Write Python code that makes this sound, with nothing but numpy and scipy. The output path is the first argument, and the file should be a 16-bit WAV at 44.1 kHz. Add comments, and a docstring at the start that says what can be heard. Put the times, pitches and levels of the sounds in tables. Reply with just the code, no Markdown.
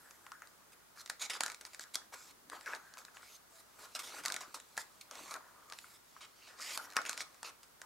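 """Stiff glossy pages of a thick book are thumbed and turned close to a small stereo microphone.
A few light snaps come first, then short slides of finger and sheet and a run of sharp snaps near 1.4 s.
A page sweeps over from 2 s, with dull knocks and a faint creak; quiet rubbing and a second creak follow.
A quick run of snaps comes at 4.3 s as another page sweeps, one more sweeps at 5 s, and the hardest snap
comes near 7 s among knocks. A small quiet room, hiss and mains hum lie under all of it."""
import sys
import numpy as np
from scipy import signal
from scipy.fft import rfft, irfft
from scipy.io import wavfile
from scipy.ndimage import uniform_filter1d

SR = 44100
rng = np.random.default_rng(int(sys.argv[2]) if len(sys.argv) > 2 else 0)


def volts_from_db(level):
    """Convert decibel levels to linear amplitude ratios."""
    exponent = np.asarray(level, float) / 20
    return 10 ** exponent


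def wav_out(sig):
    """Save sig, one row per channel (or a flat mono array), as 16-bit PCM at SR to the path in sys.argv[1]."""
    wavfile.write(sys.argv[1], SR, np.round(np.clip(np.atleast_2d(sig).T, -1, 1) * 32767).astype(np.int16))


N = 346185  # length of the scene in samples

# Levels of sheet, scrape and crack sounds are those before they are placed left or right. Page edges letting
# go, plus a few small buckles near 0.27, 0.42 and 3.17 s that pop with a crack: (time [s], crack peak [dB],
# thump rms over 3 ms [dB], pitch of the freed flap [Hz])
EDGE_SNAPS = [(0.1087, -39.5, -57, 1110), (0.265, -47, -47.5, 910), (0.3181, -39, -44.5, 1000),
              (0.4199, -49, -45.5, 1280), (1.098, -26, -37, 1700), (1.407, -18, -31.5, 1770),
              (1.4349, -21.5, -33, 1370), (1.4617, -25, -39, 1480), (1.48, -36, -45, 1970),
              (1.4993, -29.5, -48, 2100), (1.7946, -29.5, -44, 1380), (1.945, -26.5, -52, 3900),
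              (1.955, -18, -35.5, 3400), (2.4985, -34.5, -49, 1570), (2.66, -41, -44.5, 1620),
              (2.9715, -47, -48, 1000), (3.169, -53, -48, 1560), (4.2518, -27.5, -37.5, 1340),
              (4.2591, -19, -39, 1870), (4.2817, -22.5, -48, 1560), (4.3009, -31.5, -36.5, 1380),
              (4.3214, -23, -42.5, 1350), (4.3418, -25.5, -39, 1820), (4.3633, -25.5, -39.5, 1820),
              (4.777, -30, -32.5, 1410), (5.1111, -33, -48.5, 970), (5.7228, -35.5, -44.5, 1490),
              (6.775, -23.5, -37.5, 940), (6.9667, -17, -26.5, 1900), (7.052, -40, -41, 1400),
              (7.0941, -21.5, -37, 1420), (7.205, -31, -39.5, 1880), (7.4299, -34, -43.5, 980),
              (7.8162, -36, -45.5, 1450)]
# Dull knocks of a buckling sheet: (time [s], rms over 3 ms [dB])
BUCKLE_KNOCKS = [(0.329, -56), (0.974, -54.5), (2.137, -49), (2.521, -46), (2.532, -42), (2.677, -40),
                 (2.701, -51), (2.7285, -44), (2.7342, -35.5), (3.083, -52.5), (3.23, -51.5), (5.259, -55),
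                 (5.3546, -41), (5.408, -52.5), (5.8435, -50.5), (6.165, -50), (6.599, -46), (6.973, -36),
                 (6.9765, -33.5), (6.9885, -29)]
# Colour of the flexing sheet: (frequency [Hz], relative level [dB])
SHEET_COLOUR = [(100, -34), (500, -6), (950, 1), (1400, 6), (2000, 0.5), (2900, -10.5), (5000, -30)]
# Colour of scrapes and cracks as the microphone picks them up: (frequency [Hz], relative level [dB])
SCRAPE_COLOUR = [(1100, -29.5), (2200, 0.5), (3150, -4.5), (3800, 0), (4800, 0.5), (5800, -1.5),
                 (6900, 0.5), (9800, -4.5), (14000, -9.5), (16500, -31)]
# Colour of a whole page wobbling: (frequency [Hz], relative level [dB])
WOBBLE_COLOUR = [(50, -25), (300, -11), (1200, -36.5)]
# The sheet's resonance, which moves with its bend: (time [s], frequency [Hz])
SHEET_RESONANCE = [(1.3, 1390), (2.55, 1010), (2.72, 1440), (3.82, 1160), (4.2, 1550), (5.17, 820),
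                   (5.35, 1160), (7.0, 1300)]


def evened(x):
    """Scales a sound to rms 1."""
    return x / np.sqrt(np.mean(x ** 2) + 1e-20)


def read(points, hz):
    """Reads a table of values on a log-frequency axis."""
    f, value = np.transpose(points)
    return np.interp(np.log(hz + 1), np.log(f + 1), value)


def curve(points):
    """Draws a table of (time, value) as one value per sample."""
    return np.interp(np.arange(N) / SR, *np.transpose(points))


def ring(points):
    """The answer to a single tap: energy 1, the given colour, and as prompt as that colour allows."""
    level_db = np.maximum(read(points, abs(np.fft.fftfreq(4096, 1 / SR))), -70)
    # the Hilbert transform finds the phase that lets nothing sound before the tap
    spectrum = np.exp(np.conj(signal.hilbert(np.log(volts_from_db(level_db)))))
    taps = np.fft.ifft(spectrum).real[:1024]
    return taps / np.linalg.norm(taps)


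def add(mix, s, sound):
    """Mixes a sound in at time s, in seconds."""
    part = mix[round(s * SR):][:len(sound)]
    part += sound[:len(part)]


def fading_power(start, end, first_db, last_db, db_per_s):
    """Power that starts at once, glides from first to last level and then dies away."""
    t = np.arange(round((end - start + .3) * SR)) / SR
    glide_db = np.interp(t, [0, end - start], [first_db, last_db])
    fall_db = db_per_s * np.maximum(t - end + start, 0)
    return volts_from_db(glide_db - fall_db) ** 2


def slips(per_s, spread_db, smooth):
    """Stick-slip friction: tiny releases of uneven size over a smooth rub."""
    happens = rng.random(N) < per_s / SR
    size = volts_from_db(spread_db * np.minimum(rng.exponential(1, N), 5)) * happens
    return evened(size * rng.standard_normal(N)) + smooth * rng.standard_normal(N)


def patchy(x, patchy_db):
    """The colour wanders in patches of time and pitch as the sheet bends and the grip shifts."""
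    z = signal.stft(x, nperseg=256)[2]
    patches = rng.standard_normal(z.shape[::-1])
    patches = uniform_filter1d(patches, size=24, axis=0)  # over time
    patches = uniform_filter1d(patches, size=3, axis=1)  # over frequency
    return signal.istft(z * volts_from_db(patchy_db * evened(patches).T), nperseg=256)[1][:N]


def resonate(x, hz, width_hz):
    """A resonance of gain 1 that follows the curve hz."""
    turn = np.exp(2j * np.pi * np.cumsum(hz) / SR)
    r = np.exp(-np.pi * width_hz / SR)
    # shift the moving pitch to zero, smooth, shift back
    return 2 * (turn * signal.lfilter([1 - r], [1, -r], x / turn)).real


def background():
    """Unrelated hiss in each microphone capsule and a mains hum shared by both."""
    # Hiss colour: (frequency [Hz], relative level [dB])
    hiss_colour = [(30, -22), (60, -8.5), (190, -4.5), (700, -5), (1300, -3.5), (2600, -12.5),
                   (5300, -11.5), (16000, -14.5)]
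    # Mains hum: (frequency [Hz], rms level [dB])
    hum_tones = [(50, -87), (100, -92.5)]
    hiss_db = -63  # rms
    colour = volts_from_db(read(hiss_colour, np.fft.rfftfreq(N, 1 / SR)))
    hiss = irfft(rfft(rng.standard_normal((2, N))) * colour, N)
    t = np.arange(N) / SR
    hum = sum(np.sqrt(2) * volts_from_db(db) * np.sin(2 * np.pi * f * t) for f, db in hum_tones)
    return volts_from_db(hiss_db) * evened(hiss) + hum


def creaks():
    """The binding creaks faintly: thin gliding tones that swell and fade."""
    # Creaks: (start [s], end [s], first pitch [Hz], last pitch [Hz], peak level [dB])
    glides = [(2.43, 2.612, 273, 323, -66.5), (3.474, 3.675, 676, 648, -68.5)]
    out = np.zeros(N)
    for start, end, first_hz, last_hz, db in glides:
        hz = np.linspace(first_hz, last_hz, round((end - start) * SR))
        tone = np.sin(2 * np.pi * np.cumsum(hz) / SR)
        add(out, start, volts_from_db(db) * np.hanning(len(hz)) * tone)
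    return out


def sweeps():
    """A whole page sweeps through the air and wobbles: low lumpy noise that swells and fades."""
    # Sweeps: (start [s], end [s], level at the middle [dB])
    swings = [(2.047, 2.9, -70.5), (3.962, 4.626, -69.5), (5.004, 5.488, -68.5)]
    gain = np.zeros(N)
    for start, end, db in swings:
        first, last = round(start * SR), round(end * SR)
        gain[first:last] = volts_from_db(db) * np.hanning(last - first)
    lumps = slips(530, spread_db=6.5, smooth=0.51)
    return gain * evened(signal.oaconvolve(lumps, ring(WOBBLE_COLOUR))[:N])


def flexes(per_s, spread_db, cycles):
    """The sheet buckles in soft-edged wavelets of a few cycles, each patch at its own pitch."""
    out, pitches = np.zeros(N), np.geomspace(250, 2800, 24)
    patch = rng.integers(0, len(pitches), N)
    happens = rng.random(N) < per_s / SR
    size = volts_from_db(spread_db * np.minimum(rng.exponential(1, N), 4)) * happens
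    for k, hz in enumerate(pitches):
        t = np.arange(0, cycles / hz, 1 / SR)
        wavelet = np.sin(np.pi * t / t[-1]) ** 2 * np.sin(2 * np.pi * hz * t)
        out += volts_from_db(read(SHEET_COLOUR, hz)) * signal.oaconvolve(size * (patch == k), wavelet)[:N]
    return evened(out)


def stroke_gain():
    """Gains of flex and scrape: hold, slides and settling after snaps and knocks add in power."""
    # Slides of finger or sheet: (start [s], end [s], scrape level at the middle [dB],
    # sheet flex level at the middle [dB], swell from start to end [dB])
    strokes = [(0.72, 0.736, -64, -71, 3), (0.957, 1.015, -57.5, -63, 14), (1.195, 1.227, -46, -55, 16),
               (1.215, 1.263, -41, -54.5, -6), (1.298, 1.329, -40.5, -49, -16),
               (1.333, 1.372, -45.5, -49, -8), (1.44, 1.528, -56, -56, -3), (1.611, 1.616, -45.5, -53, -18),
               (1.658, 1.667, -53.5, -59, 8), (1.733, 1.732, -45, -56, -5), (1.807, 1.833, -50, -64, -8),
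               (1.937, 1.944, -50, -62, 16), (2.123, 2.142, -52.5, -53, 16.5),
               (2.14, 2.315, -59.5, -67.5, -2), (2.516, 2.567, -56.5, -50.5, 1),
               (2.665, 2.765, -56, -48.5, -1), (2.98, 3.02, -57.5, -61.5, -12),
               (3.145, 3.225, -66.5, -62, -10), (3.22, 3.366, -59.5, -72, 2),
               (3.498, 3.609, -67.5, -73, 11), (3.789, 3.855, -58.5, -56.5, 8.5),
               (3.95, 3.967, -43.5, -48, -5), (3.991, 4.023, -49, -54.5, -19),
               (4.033, 4.21, -53.5, -54.5, -10), (4.131, 4.2, -52.5, -49.5, 7),
               (4.236, 4.418, -59.5, -54, -23), (4.407, 4.502, -64.5, -55, -39),
               (4.543, 4.591, -54.5, -53, -27.5), (4.771, 4.817, -49.5, -65, 5),
               (5.011, 5.009, -46.5, -79, 10.5), (5.11, 5.199, -58, -56.5, 10.5),
               (5.19, 5.339, -56, -62, 2), (5.309, 5.324, -49.5, -51.5, -8), (5.341, 5.365, -59, -48.5, -4),
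               (5.738, 5.966, -63.5, -71, 0), (6.068, 6.193, -68, -88, 10), (6.207, 6.254, -53.5, -60, -4),
               (6.357, 6.473, -62.5, -71, 9), (6.473, 6.566, -62.5, -63, -17),
               (6.565, 6.596, -58.5, -61, 20), (6.604, 6.758, -43.5, -56, 0), (6.75, 6.857, -57, -54.5, 0),
               (6.958, 6.954, -47, -44, 16), (7.061, 7.098, -49, -51, -23), (7.087, 7.182, -55, -53.5, -24),
               (7.169, 7.219, -47.5, -55, 15.5), (7.444, 7.498, -49, -52, -8), (7.631, 7.628, -60, -67, 34)]
    # The book shifts faintly in the hands throughout: (time [s], scrape level [dB], sheet flex level [dB])
    hold = [(0.0, -74.5, -64), (0.96, -85, -77.5), (1.73, -67.5, -70.5), (2.5, -88, -81),
            (2.59, -64.5, -62), (3.5, -85, -75.5), (3.85, -65, -66), (4.24, -61.5, -81), (4.61, -67.5, -74),
            (5.71, -74, -63), (5.97, -77, -90), (6.47, -71, -78), (6.93, -67, -55.5), (7.06, -59, -70),
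            (7.26, -66.5, -68.5), (7.85, -86, -84)]
    flex_swell = 0.34  # share of the swell that the sheet follows
    scrape_stop, flex_stop = 1502, 456  # fall after the finger stops, dB per s
    settle_db, settle_fall = -14, 281  # flexing on after a thump: level against it, fall in dB per s
    s, *held = np.transpose(hold)
    scrape, flex = (volts_from_db(np.interp(np.arange(N) / SR, s, db)) ** 2 for db in held)
    for start, end, scrape_db, flex_db, swell in strokes:
        half = swell / 2
        add(scrape, start, fading_power(start, end, scrape_db - half, scrape_db + half, scrape_stop))
        half = flex_swell * swell / 2
        add(flex, start, fading_power(start, end, flex_db - half, flex_db + half, flex_stop))
    thumps = [(s, db) for s, _, db, _ in EDGE_SNAPS] + BUCKLE_KNOCKS
    for s, thump_db in thumps:
        first_db = thump_db + settle_db
        add(flex, s, fading_power(s, s, first_db, first_db, settle_fall))
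    return uniform_filter1d(np.sqrt([flex, scrape]), size=120, axis=1)


def slides():
    """Dense slips make the scrape, while the sheet rubs smoothly and buckles in small wavelets."""
    # Level of the scrape's top treble: (time [s], lift [dB])
    treble_lift = [(.4, 10), (1.25, -9.5), (1.9, -2.5), (3.3, -1), (3.6, 5), (4.1, -3), (5.2, -2),
                   (5.93, 3), (6.23, -17), (6.65, -12.5), (6.83, 6), (7.1, -12), (7.5, -6)]
    rub_width_hz, rub_db = 570, 1.5  # a rubbed sheet favours one resonance
    catches = 0.1 * slips(48, spread_db=1.5, smooth=0)  # page edges catching
    grip = evened(slips(5000, spread_db=2.0, smooth=1.0)) + catches
    scrape = signal.oaconvolve(grip, ring(SCRAPE_COLOUR))[:N]
    scrape = evened(patchy(scrape, patchy_db=3.6))
    top = signal.sosfiltfilt(signal.butter(2, 7500, "high", fs=SR, output="sos"), scrape)
    scrape = scrape + top * (volts_from_db(curve(treble_lift)) - 1)
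    rub = signal.oaconvolve(rng.standard_normal(N), ring(SHEET_COLOUR))[:N]
    flex = 0.5 * patchy(rub, patchy_db=7.5) + flexes(1500, spread_db=2.5, cycles=7.36)
    flex = flex + volts_from_db(rub_db) * resonate(flex, curve(SHEET_RESONANCE), rub_width_hz)
    return stroke_gain() * np.array([evened(flex), scrape])


def knocks():
    """A buckle pops through the sheet: a few cycles that swell fast and ring out, with an overtone."""
    pitch_spread = 0.086  # scatter about the sheet's resonance, as a share of the pitch
    knock_ms = 0.7  # time constant of swell and decay
    out, ms = np.zeros(N), np.arange(800) / SR * 1000
    shape = (ms / knock_ms) ** 2 * np.exp(-ms / knock_ms)
    draws = rng.standard_normal((len(BUCKLE_KNOCKS), 2))
    for (s, db), (detune, phase) in zip(BUCKLE_KNOCKS, draws):
        hz = np.interp(s, *np.transpose(SHEET_RESONANCE)) * np.exp(pitch_spread * detune)
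        cycles = hz * ms / 1000
        overtone = 0.3 * np.sin(3.1 * np.pi * cycles - phase)
        pop = shape * (np.sin(2 * np.pi * cycles + phase) + overtone)
        add(out, s - knock_ms / 1000, volts_from_db(db) * pop / np.std(pop[40:180]))
    return out


def snaps():
    """A burst swells as the edge bends, cracks, rings the freed flap and rattles to a stop."""
    # Light ticks of a nail or corner catching: (time [s], crack peak [dB])
    light_ticks = [(0.4723, -44.5), (1.06, -36), (1.0758, -41), (1.5177, -35), (1.525, -44), (1.5451, -34),
                   (1.651, -33), (1.7459, -35), (1.838, -36.5), (2.61, -38.5), (2.749, -34.5), (2.938, -38),
                   (3.05, -37.5), (4.021, -40), (4.6, -39), (4.768, -37), (5.1537, -37.5), (5.34, -32.5),
                   (5.362, -42), (5.699, -39.5), (5.734, -37.5), (5.7871, -34), (6.618, -36), (6.6313, -36),
                   (6.902, -43), (6.9117, -47), (6.923, -39.5), (6.934, -43), (7.016, -35), (7.1113, -38),
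                   (7.1295, -30), (7.1416, -41), (7.176, -28), (7.3444, -46)]
    tick_thump_db, tick_hz = -17, 1760  # a tick's thump against its crack, and its flap pitch
    thud, crack_top_hz = 0.078, 10500  # share of low body under a thump; cracks dull above this
    lead = 400  # samples of bending kept ahead of each snap's time
    ms = np.arange(-lead, 1200) / SR * 1000 - .8
    out = np.zeros((2, N + 3000))
    rows = EDGE_SNAPS + [(s, db, db + tick_thump_db, tick_hz) for s, db in light_ticks]
    bursts = rng.standard_normal((len(rows), len(ms)))
    t = np.arange(1026) / SR
    low_body = signal.lfilter(*signal.butter(2, 120, "high", fs=SR), ring(WOBBLE_COLOUR))
    body = ring(SHEET_COLOUR) + thud * low_body
    crack_ring = ring(SCRAPE_COLOUR)
    dulling = signal.butter(1, crack_top_hz, fs=SR)
    for (s, crack_db, thump_db, hz), burst in zip(rows, bursts):
        swell_ms = 0.14 + 4.5 * volts_from_db(crack_db)  # a stronger edge bends longer
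        rise = np.exp(-abs(ms) / swell_ms) + 0.16 * np.exp(-abs(ms) / 1.6)
        fall = np.exp(-abs(ms) / 0.64) + 0.2 * np.exp(-abs(ms) / 5.6)
        burst = np.where(ms < 0, rise, fall) * burst
        flap = t * np.exp(-np.pi * 600 * t) * np.sin(2 * np.pi * hz * t)
        flap = np.diff(flap, 2)  # a small flap sends out little bass
        thump = np.convolve(burst, body + 1.44 * flap / np.linalg.norm(flap))
        crack = signal.lfilter(*dulling, np.convolve(burst, crack_ring))
        add(out[0], s, volts_from_db(thump_db) * thump / np.std(thump[lead:lead + 140]))
        add(out[1], s, volts_from_db(crack_db) * crack / abs(crack).max())
    return out[:, lead:N + lead]


def room(x):
    """Sparse echoes of random sign, each band dying at its own speed, other echoes for each ear."""
    # Decay of the room: (frequency [Hz], time to fall by 60 dB [s])
    decay_times = [(3500, 0.26), (10000, 0.2)]
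    taps = np.zeros((2, SR // 2))
    slots = np.arange(120, SR // 2 - 20, 20)  # one echo at a random place in every 20 samples
    at = slots + rng.integers(0, 20, (2, len(slots)))
    np.put_along_axis(taps, at, rng.choice([-1., 1.], at.shape), 1)
    hz, t, z = signal.stft(taps, SR, nperseg=256)
    decay = volts_from_db(-60 * t / read(decay_times, hz)[:, None])
    tail = signal.istft(z * decay, SR, nperseg=256)[1]
    return signal.fftconvolve(x[None], tail / np.linalg.norm(tail[0]), axes=1)[:, :N]


def scene():
    """The spine side of the book lies a little left, the page corner a little right."""
    sheet, scrape = slides() + snaps()  # the second row holds the cracks too
    sheet = sheet + knocks() + sweeps() + creaks()
    direct = sheet * volts_from_db([[1.1], [-1.1]]) + scrape * volts_from_db([[-.8], [.8]])  # dB left, right
    return direct + volts_from_db(-10.0) * room(sheet + scrape) + background()


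def roll_off(x):
    """The treble ends steeply here."""
    return signal.sosfilt(signal.butter(12, 16660, fs=SR, output="sos"), x)


def record(dry):
    """Almost nothing is left above about 15.8 kHz."""
    edge_hz, edge_db = 15850, -24  # gain of what lies above the edge
    low = signal.oaconvolve(dry, signal.firwin(511, edge_hz, fs=SR)[None], "same")
    mix = low + volts_from_db(edge_db) * (dry - low)
    return roll_off(mix)


dry = scene()
out = record(dry)
wav_out(out)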